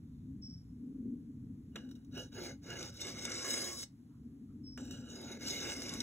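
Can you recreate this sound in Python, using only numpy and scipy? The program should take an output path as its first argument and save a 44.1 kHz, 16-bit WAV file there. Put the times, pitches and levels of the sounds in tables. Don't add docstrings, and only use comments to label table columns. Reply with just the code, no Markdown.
import sys
import numpy as np
from scipy import signal
from scipy.fft import rfft, irfft, next_fast_len
from scipy.io import wavfile
from scipy.ndimage import uniform_filter1d, map_coordinates

SR = 44100
rng = np.random.default_rng(int(sys.argv[2]) if len(sys.argv) > 2 else 0)


def elevation(decibels):
    levels = np.asarray(decibels, float)
    return 10 ** (levels / 20)


def generate_wav(sig):
    pcm = np.round(np.clip(np.atleast_2d(sig).T, -1, 1) * 32767).astype(np.int16)
    wavfile.write(sys.argv[1], SR, pcm)


N = 265702
TOP_HZ = 15720


def unit(x):
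    return x / np.sqrt(np.mean(x ** 2) + 1e-20)


def along(points, hz):
    f, v = np.transpose(points)
    return np.interp(np.log(hz + 1), np.log(f + 1), v)


def curves(rows, silent=None):
    s, *cols = np.transpose(rows)
    return [np.interp(np.arange(N) / SR, s, c, silent, silent) for c in cols]


def wobble(rate):
    knots = rng.standard_normal(int(N * rate / SR) + 4)
    return map_coordinates(knots, [np.arange(N) * rate / SR])


def filtered(x, response):
    m = next_fast_len(N + 8192)
    return irfft(rfft(x, m) * response(np.fft.rfftfreq(m, 1 / SR)), m)[..., :N]


def narrow(hz, width):
    m = next_fast_len(N)
    f = np.fft.rfftfreq(m, 1 / SR)
    random_phase = 2j * np.pi * rng.random(len(f))
    return unit(irfft(np.exp(-((f - hz) / width) ** 2 + random_phase), m)[:N])


def ringing(force, modes, hollows, lo, hi):
    f = np.fft.rfftfreq(4096, 1 / SR)

    def mode(c, w):
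        return 1j * f * w / (c * c - f * f + 1j * f * w)

    h = sum((-1) ** k * elevation(db) * mode(c, w) for k, (c, w, db) in enumerate(modes))
    for c, w, depth in hollows:
        h = h * (1 - np.clip(depth, 0, 1) * mode(c, w))
    in_band = (f > lo) & (f < hi)
    h = h / np.sqrt(np.sum(np.abs(h[in_band]) ** 2) / len(f))
    return signal.oaconvolve(force, irfft(h))[:N]


def tail(t60s, seconds):
    hz, t, z = signal.stft(rng.standard_normal((2, int(SR * seconds))), SR, nperseg=256)
    decay = elevation(-60 * t / along(t60s, hz)[:, None])
    echo = signal.istft(z * decay, SR, nperseg=256)[1]
    return echo / np.linalg.norm(echo[0])


# freq_hz, level_db per Hz
HISS = [(200, 9), (700, 4.5), (1600, 0.5), (2800, -6), (4800, -4.5), (8000, -4.5), (12500, -7.5),
        (15000, -11), (16000, -19.5)]
# freq_hz, likeness (0-1, below 0 counts as 0)
HISS_ALIKE = [(300, 0.075), (1000, -0.49), (2000, 0.28), (3500, -0.012), (4500, 0.93), (16000, 0.95)]


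def hiss():
    def alike(hz):
        return np.clip(along(HISS_ALIKE, hz), 0, 1)

    shared, own = rng.standard_normal(N), rng.standard_normal((2, N))
    shared = filtered(shared, lambda hz: elevation(along(HISS, hz)) * np.sqrt(alike(hz)))
    own = filtered(own, lambda hz: elevation(along(HISS, hz)) * np.sqrt(1 - alike(hz)))
    return elevation(-74.5) * shared, elevation(-73.5) * own


# time_s, level_db
ROAD = [(0.0, -59.5), (0.28, -52.5), (0.59, -62), (0.69, -55), (1.07, -42), (1.34, -52.5), (1.78, -51.5),
        (2.52, -57), (3.34, -55.5), (3.46, -57), (3.56, -50.5), (3.82, -65.5), (4.19, -54.5), (4.8, -52.5),
        (5.2, -55), (5.5, -50.5), (5.72, -55.5), (6.02, -46)]
# freq_hz, level_db per Hz
DRONE = [(150, -39.5), (200, -11.5), (242, 0), (293, -7), (335, -22.5), (430, -27), (531, -41),
         (680, -71.5), (900, -87.5)]
# freq_hz, level_db per Hz
RUMBLE = [(15, -60), (25, -23.5), (50, -6.5), (84, 0.5), (150, 0), (200, -6), (300, -31), (500, -86.5)]


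def road():
    drone_db, = curves(ROAD)
    lull = np.exp(-((np.arange(N) / SR - 3.91) / 0.64) ** 2)
    rumble_db = -57 - 6.5 * lull + 2.5 * wobble(4.0)
    throb = elevation(1.8 * wobble(22.01))
    drone = unit(filtered(rng.standard_normal(N), lambda hz: elevation(along(DRONE, hz))) * throb)
    rumble = unit(filtered(rng.standard_normal(N), lambda hz: elevation(along(RUMBLE, hz))))
    colours = lambda hz: elevation([along(DRONE, hz), along(RUMBLE, hz)])
    stray = filtered(rng.standard_normal((2, N)), colours)
    apart = np.array([[1], [-1]])
    drone = drone * elevation(.9 * apart) + elevation(-22) * unit(stray[0]) * apart
    rumble = rumble + elevation(-22) * unit(stray[1]) * apart
    return elevation(drone_db + 2.0) * drone + elevation(rumble_db + 2.5) * rumble


# centre_s, length_s, pitch_hz, width_hz, level_db
FAINT = [
    (.17, .3, 3650, 150, -93),
    (.16, .1, 4300, 300, -91),
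    (4.14, .09, 1100, 450, -81),
    (4.51, .05, 1250, 250, -84),
]


def faint():
    t, sound = np.arange(N) / SR, np.zeros(N)
    for s, length, hz, width, db in FAINT:
        swell = np.exp(-(2 * (t - s) / length) ** 4)
        sound += elevation(db) * swell * narrow(hz, width)
    return sound


# time_s, pitch_hz, level_db
BIRD = [
    [(0.415, 5480, -80), (0.425, 5290, -57), (0.446, 5360, -54), (0.469, 5360, -54.5), (0.478, 5300, -57.5)],
    [(4.63, 5300, -86), (4.644, 5236, -64), (4.672, 5310, -57.5), (4.694, 5270, -60), (4.70, 5340, -61)],
]
RASP_DB = [-8, -8]


def bird():
    call, t = np.zeros(N), np.arange(N) / SR
    rasp = narrow(hz=5310, width=400)
    for rows, rasp_db in zip(BIRD, RASP_DB):
        hz, db = curves(rows)
        start, end = rows[0][0], rows[-1][0]
        open_bill = np.clip((end + .006 - t) / .006, 0, 1) * (t > start)
        rasp_swell = np.exp(-((t - end - .03) / 0.041) ** 2) * (t > start)
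        call += open_bill * elevation(db + 11.0) * np.sin(2 * np.pi * np.cumsum(hz) / SR)
        call += elevation(db + rasp_db + 9.5) * rasp_swell * rasp
    echo = signal.fftconvolve(call[None], tail([(5000, 0.45)], .7), axes=1)[0, :N]
    wall = elevation(-6 + 3.0 * wobble(90)) * np.roll(call, round(0.072 * SR))
    tick = elevation(-55 - 60 * np.abs(t - .4255) / 0.0023) * rng.standard_normal(N)
    tick_colour = [(4000, -30), (4800, 3.5), (8000, -5), (9000, -25)]  # freq_hz, level_db
    tick = filtered(tick, lambda hz: elevation(along(tick_colour, hz)))
    return 0.41 * (call + wall) + elevation(-13.5) * echo + tick


# freq_hz, t60_s
YARD = [(300, 0.046), (2000, 0.18), (6000, 0.13), (12000, 0.084)]


def yard(steel):
    late = np.pad(steel, (500, 0))[None]
    return elevation(-15.5) * signal.fftconvolve(late, tail(YARD, .3), axes=1)[:, :N]


# start_s, peak_db, length_s
BURSTS = [(2.153, -63, 0.01), (2.216, -57, 0.013), (2.36, -62, 0.01), (2.392, -55, 0.01),
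          (2.434, -49, 0.01), (2.643, -69, 0.0092), (2.768, -54, 0.01), (2.862, -55, 0.011),
          (2.94, -57, 0.01), (2.97, -57, 0.01), (3.007, -42, 0.01), (3.068, -51, 0.01), (3.1453, -60, 0.01),
          (3.249, -48, 0.011), (3.296, -50, 0.01), (3.45, -47, 0.01), (3.476, -45, 0.01),
          (4.89, -69, 0.011), (4.9187, -57.5, 0.01), (5.05, -65, 0.01), (5.1332, -66, 0.01),
          (5.157, -61, 0.012), (5.212, -48, 0.0089), (5.262, -63, 0.01), (5.285, -65, 0.01),
          (5.314, -53, 0.01), (5.432, -70, 0.01), (5.4445, -59, 0.0092), (5.6291, -48, 0.01),
          (5.819, -50.5, 0.0092), (5.882, -51, 0.0089), (5.8925, -48, 0.01), (5.9374, -42, 0.011),
          (6.002, -44.5, 0.01)]
# freq_hz, width_hz, level_db
BURST = [(1800, 1500, -5), (4100, 1800, -3), (7200, 2500, 0), (11400, 2500, -0.5), (13600, 2000, -2)]
# start_s, level_db, rattle_s, thud_db (re rattle)
LANDINGS = [
    (1.7572, -43.5, 0.011, -5),
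    (4.7755, -52.5, 0.0048, -2.5),
]
# freq_hz, width_hz, level_db
SLAP = [(990, 500, -6.5), (1690, 400, -2.5), (2840, 330, 7), (3900, 390, -2.5), (5900, 580, -11.5),
        (7300, 600, -20)]
# freq_hz, width_hz, level_db
THUD = [(330, 140, 0), (630, 350, -6.5), (1300, 700, -9.5)]


def impacts():
    force, t = np.zeros((3, N + SR)), np.arange(SR // 10) / SR
    for s, db, length in BURSTS:
        crumble = elevation(db - 7.5 - 8.7 * t / length)
        force[0, round(s * SR):][:len(t)] += crumble * rng.standard_normal(len(t))
    for s, db, rattle, thud_db in LANDINGS:
        rattling = elevation(db - 7.2 * (t / rattle) ** 3)
        thudding = elevation(db + thud_db - 60 * t / 0.12)
        force[1, round(s * SR):][:len(t)] += rattling * rng.standard_normal(len(t))
        force[2, round(s * SR):][:len(t)] += thudding * rng.standard_normal(len(t))
    burst, slap, thud = force[:, :N]
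    sound = ringing(burst, BURST, [], 7100, 15500)
    sound += ringing(slap, SLAP, [], 800, 4500)
    return sound + ringing(thud, THUD, [], 200, 1500)


def grit(per_s, spread_db, fine, clump_db, patchy_db):
    chance, size, sign = rng.random((3, N))
    snags = (chance < per_s / SR) * elevation(-spread_db * np.log(size + 1e-4)) * np.sign(sign - .5)
    rub = elevation(clump_db * wobble(120)) * (unit(snags) + fine * rng.standard_normal(N))
    z = signal.stft(rub, nperseg=512)[2]
    field = uniform_filter1d(uniform_filter1d(rng.standard_normal(z.shape), 5, 0), 12, 1)
    return unit(signal.istft(z * elevation(patchy_db * unit(field)), nperseg=512)[1][:N])


FULL_SPEED_DB = -50
# time_s, edge_db (speed as hiss), body_db (weight re hiss)
SETTLE = [
    [(1.72, -106, 14), (1.755, -82, 8), (1.758, -56, 1), (1.772, -70, 5), (1.807, -74.5, 2),
     (1.877, -84.5, 6)],
    [(1.879, -87, 1), (1.917, -72, -9), (1.945, -98, -13), (1.955, -72, -9), (1.995, -92, 1),
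     (2.105, -102, -1)],
]
SHORT_PUSHES = [
    [(2.11, -83, -1), (2.154, -62, -1), (2.17, -62.5, 6.5), (2.184, -55, 3), (2.26, -68.5, -3),
     (2.306, -88, -13), (2.31, -80, -5)],
    [(2.312, -84, -2), (2.324, -70, 0), (2.378, -55.5, 1.5), (2.386, -59, 6), (2.456, -53, 0),
     (2.514, -65.5, 6.5), (2.598, -100, -10)],
    [(2.6, -104, -4), (2.634, -69, 0.5), (2.702, -61, 8), (2.842, -54, 0.5), (2.902, -59.5, -5),
     (2.91, -72, -1), (2.98, -55.5, -11)],
]
LONG_DRAW = [
    [(2.982, -62.5, -0.5), (3.016, -45, -10), (3.036, -53.5, 1), (3.086, -49.5, -2), (3.132, -57, -2),
     (3.26, -50, -1), (3.274, -54.5, 0.5), (3.318, -49, -1), (3.44, -50, -4)],
    [(3.442, -50, 1), (3.5, -42, -6.5), (3.682, -46.5, -3.5), (3.752, -52.5, -10), (3.836, -49, -14),
     (3.856, -81.5, -29), (3.882, -85, -28), (3.93, -99.5, -2)],
]
SECOND_PASS = [
    [(4.778, -58.5, 4.5), (4.796, -63, 1), (4.81, -61, -4), (4.896, -65, -1), (4.925, -55.5, -6),
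     (5.044, -71, 1), (5.102, -62.5, -0.5), (5.32, -57.5, 0), (5.376, -67, 5.5)],
    [(5.378, -77, 1), (5.41, -60.5, 0.5), (5.482, -44.5, -5.5), (5.59, -50, 0.5), (5.7, -47, 1),
     (5.74, -51, 0.5), (5.93, -52, 1), (5.996, -55.5, -1), (6.025, -49.5, 2.5)],
]
BENCH_DB = [-0.5, -1.5, -4.5, -2, -2, 0.5, -6.5]
FINEST_DB = [-16.5, -13, -16.5, -10, -22.5, -16, -13.5]


def strokes(place):
    rub = np.zeros((4, N))
    rub[0] = grit(per_s=2500, spread_db=-0.5, fine=3.2, clump_db=1.6, patchy_db=2.5)
    rub[1] = grit(per_s=2900, spread_db=2.0, fine=1.03, clump_db=1.3, patchy_db=3.0)
    rub[2] = rng.standard_normal(N)
    rub[3] = rub[0]
    pressure = np.zeros((4, N))
    for rows in SETTLE + SHORT_PUSHES + LONG_DRAW + SECOND_PASS:
        edge_db, body_db = curves(rows)
        speed_db = edge_db - FULL_SPEED_DB
        bench_db = np.interp(place, range(len(BENCH_DB)), BENCH_DB) + body_db - 0.19 * speed_db
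        top_db = np.interp(place, range(len(FINEST_DB)), FINEST_DB) - 0.036 * speed_db
        touching, = curves(np.c_[np.array(rows)[:, 0], np.ones(len(rows))], silent=0)
        shares_db = np.array([0 * edge_db, body_db - 2.5, bench_db, top_db])
        pressure += touching * elevation(edge_db + shares_db)
    return rub * pressure, pressure[0]


# start_s, peak_db, weight_db (re edge)
CATCHES = [(1.7577, -47.5, 7.5), (1.8903, -65, 3), (1.9128, -56.5, 2), (1.9535, -62, -19),
           (2.0476, -65, -19), (2.1774, -49.5, 5.5), (2.327, -59.5, 3), (2.6338, -64, -10),
           (2.7031, -42.5, -11), (2.8285, -38.5, -10), (2.8937, -55, -15), (3.0145, -39.5, -5),
           (3.068, -38.5, -4.5), (3.252, -28.5, -9), (3.3184, -35, -11.5), (3.5279, -39, -9),
           (3.5403, -32, -1), (3.5762, -31, -4.5), (3.8294, -37, -6.5), (4.7759, -45.5, 4),
           (4.8518, -49, -14), (4.9096, -40.5, -11), (5.3971, -56.5, -2), (5.475, -45, -16),
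           (5.7194, -34.5, -1), (5.8192, -33, -8), (5.8922, -32, -32), (5.9369, -34, -23),
           (6.0038, -30.5, -14.5)]


def catches():
    force, t = np.zeros((6, N + SR)), np.arange(SR // 20) / SR
    for s, db, body_db in CATCHES:
        top_db = -19.5 - 0.28 * (db - FULL_SPEED_DB)
        chatter = elevation(-60 * t / 0.022) * rng.standard_normal((6, len(t)))
        shares_db = [-5, body_db - 11, body_db - 17.5, top_db, body_db - 10.5, top_db + 0.5]
        force[:, round(s * SR) - 30:][:, :len(t)] += elevation(db + np.array(shares_db))[:, None] * chatter
    return force[:, :N]


# time_s, place (0 heel, 1 belly, 2 bend, 3 tip; 4-6 heel, belly, bend, steeper)
CONTACT = [(1.7, 0.017), (2.28, 0.15), (2.36, 0.97), (2.9, 1.7), (3.05, 2.02), (3.4, 2.16), (3.5, 3.05),
           (3.9, 2.81), (4.7, 4.02), (5.05, 4.02), (5.2, 5.06), (5.38, 5.2), (5.46, 5.7), (5.75, 6.02),
           (6.03, 5.94)]
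# freq_hz, width_hz, heel_db, belly_db, bend_db, tip_db
BLADE = [(884, 49, 10.5, 6.5, 1.5, -19), (1091, 27, -21, -16, 11.5, 7), (1452, 180, 17.5, 5, 6.5, -4.5),
         (1686, 46, 18.5, 8, 12, 6), (2156, 99, -16, 9.5, 14.5, 3.5), (2896, 46.5, 27.5, 4, 15.5, 2),
         (3330, 700, -7, -6, -9, -4), (3640, 35, -1, 4.5, 9, -4.5), (3846, 70, 17, 12, 5, 10),
         (4344, 66, -7, 3.5, 2.5, 6.5), (5140, 69, -1, 6, -0.5, -6), (5040, 200, 2, 9.5, 7.5, 13),
         (5254, 150, 0, -25, 5.5, 14.5),
         (5565, 52, 14.5, 2.5, 13.5, 9.5), (5906, 150, 10.5, 3, 6, 5.5), (6367, 100, -1, 6, 8.5, 12),
         (6596, 63, -6.5, 13, -12, 10.5), (6894, 77, -9, 2.5, 0, 14), (7410, 67, 7, -6, 4.5, 2),
         (7814, 100, -2, -34.5, 3.5, 12), (8370, 170, 3, -6, -1.5, 8.5), (9310, 184, -0.5, -5, -9, -1),
         (9890, 140, -5.5, -26, -3, -3), (10380, 149, -11.5, -2.5, -31, -6.5),
        (11100, 160, -24, -1, -15, -5), (11810, 240, -13, -11, -14.5, -7.5), (12690, 100, 1, -1.5, -16, -7),
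        (13400, 360, -18, -11, -9, -11.5), (14650, 250, -11, -7.5, -11.5, -12),
        (15600, 310, -9.5, -7.5, -17, -13)]
# heel_db, belly_db, bend_db
STEEPER_DB = [(-4, -0.5, 0.35), (0.5, 3, 0.22), (-0.5, 2, -1.8), (-2.5, 0.5, -2), (0, -0.5, 0),
              (-2, -4.5, -0.44), (0.5, -1.5, 0.22), (-2, 1.5, 0.38), (-2, 2, 0), (-0.5, -0.5, 0.19),
              (-1.5, -1, 0), (0, -1.5, 0), (0.5, 1, 0), (-1, -1, 0.53), (2.5, 0, -0.28), (0, -1, -0.61),
              (1, 0.5, 0), (-1, 4.5, -0.37), (8, 2, 0), (6, 0, -0.72), (-1.5, -1.5, 0), (3, -2.5, 0.37),
              (1, 1, 0), (1.5, -2.5, 0), (0, 2, 0), (0.5, 4, 0), (0.5, -1, 0), (1, 2, 0), (-1, 3, 0),
              (1, -1, 0)]
# freq_hz, width_hz, depth (0-1) at heel, belly, bend, tip
HOLLOWS = [(1056, 88, 0.8, 0.97, 0.72, 0.89), (1743, 89, 0.1, 0.17, 1, 1), (2270, 290, 1, 0.56, .05, 0.06),
           (2580, 35, 0, 0.23, 0.19, 1)]
# freq_hz, width_hz, level_db
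BENCH = [(353, 57.4, 5), (501.5, 22.2, 3), (556.4, 30, 0), (720, 61, -6), (809.3, 14, -3)]
CLACK = [(1503, 3500, 4.5), (3380, 2900, 3), (9000, 9000, -28)]
SPARK = [(4030, 2300, 4), (12800, 5000, 1)]
BROAD = [(4600, 450, 0), (8900, 800, -7)]


def blade():
    place, = curves(CONTACT)
    rubbing, edge_pressure = strokes(place)
    force = catches()
    force[:4] += rubbing
    edge, body, bench, top, clack, spark = force
    sound = ringing(bench, BENCH, [], 408, 750)
    sound += ringing(clack, CLACK, [], 1200, 4200)
    sound += ringing(spark, SPARK, [], 8900, 14000)
    sound += ringing(elevation(-12) * edge_pressure * rng.standard_normal(N), BROAD, [], 4200, 9400)
    modes, hollows = np.array(BLADE), np.array(HOLLOWS)
    modes = np.c_[modes, modes[:, 2:5] + STEEPER_DB]
    hollows = np.c_[hollows, hollows[:, 2:5]]
    low, high = modes[:, 0] < 3070, modes[:, 0] > 9400
    for k in range(modes.shape[1] - 2):
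        share = np.sqrt(np.clip(1 - np.abs(place - k), 0, 1))
        shape, gaps = modes[:, [0, 1, k + 2]], hollows[:, [0, 1, k + 2]]
        sound += ringing(share * body, shape[low], gaps, 1000, 2700)
        sound += ringing(share * edge, shape[~low & ~high], gaps, 5430, 8010)
        sound += ringing(share * top, shape[high], [], 9600, 12400)
    return sound


# freq_hz, lead (radians)
LEAD = [(0, -3), (700, 1.47), (1600, 0), (2500, 1.42), (3200, 1.06), (4650, 3), (6800, 6.5), (15400, 19),
        (22050, 24)]
# freq_hz, level_db
LOUDER = [(60, -0.5), (230, 4), (400, -3), (750, -3), (1300, 0), (2400, 0.5), (2900, -4.5), (3500, 0),
          (16000, 0)]


def ports(x):
    side = np.array([[.5], [-.5]])

    def response(hz):
        lead = np.exp(1j * side * np.interp(hz, *np.transpose(LEAD)))
        return lead * elevation(side * along(LOUDER, hz))

    return filtered(x, response)


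def scene():
    shared, own = hiss()
    steel = blade() + impacts()
    return ports(steel + bird() + faint() + shared) + yard(steel) + road() + own


def empty_masked(x, margin_db, up_db, down_db, budget_db, from_hz):
    hz, _, z = signal.stft([x[0] + x[1], x[0] - x[1]], SR, nperseg=2048)
    starts = np.r_[0, np.round(320 / 1.104 ** np.arange(24, 0, -1)), 320:1025:32].astype(int)
    widths = np.diff(starts, append=len(hz))
    power = np.add.reduceat(np.abs(z) ** 2, starts, axis=1) / widths[:, None] + 1e-30
    bark = 6 * np.arcsinh(hz[starts] / 600)
    above = bark[:, None] - bark[None]
    spread = elevation(-2 * (margin_db + np.where(above > 0, up_db * above, -down_db * above)))
    upper = (hz[starts] > from_hz) & (hz[starts] < TOP_HZ)
    average = np.exp(np.log(power.sum(0)[upper]).mean(0))
    threshold = spread @ power.sum(0) + elevation(-2 * budget_db) * average
    empty = (power < threshold) & upper[:, None]
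    kept = z * np.repeat(~empty, widths, axis=1)
    mid, side = signal.istft(kept, SR, nperseg=2048)[1][:, :N]
    return np.array([mid + side, mid - side]) / 2


def top_cut(x):
    return signal.sosfilt(signal.butter(12, 16370, fs=SR, output="sos"), x)


def record(dry):
    limited = filtered(dry, lambda hz: hz < TOP_HZ)
    mix = empty_masked(limited, margin_db=12.5, up_db=19.5, down_db=24.5, budget_db=14.0, from_hz=1500)
    return top_cut(mix)


dry = scene()
out = record(dry)
generate_wav(out)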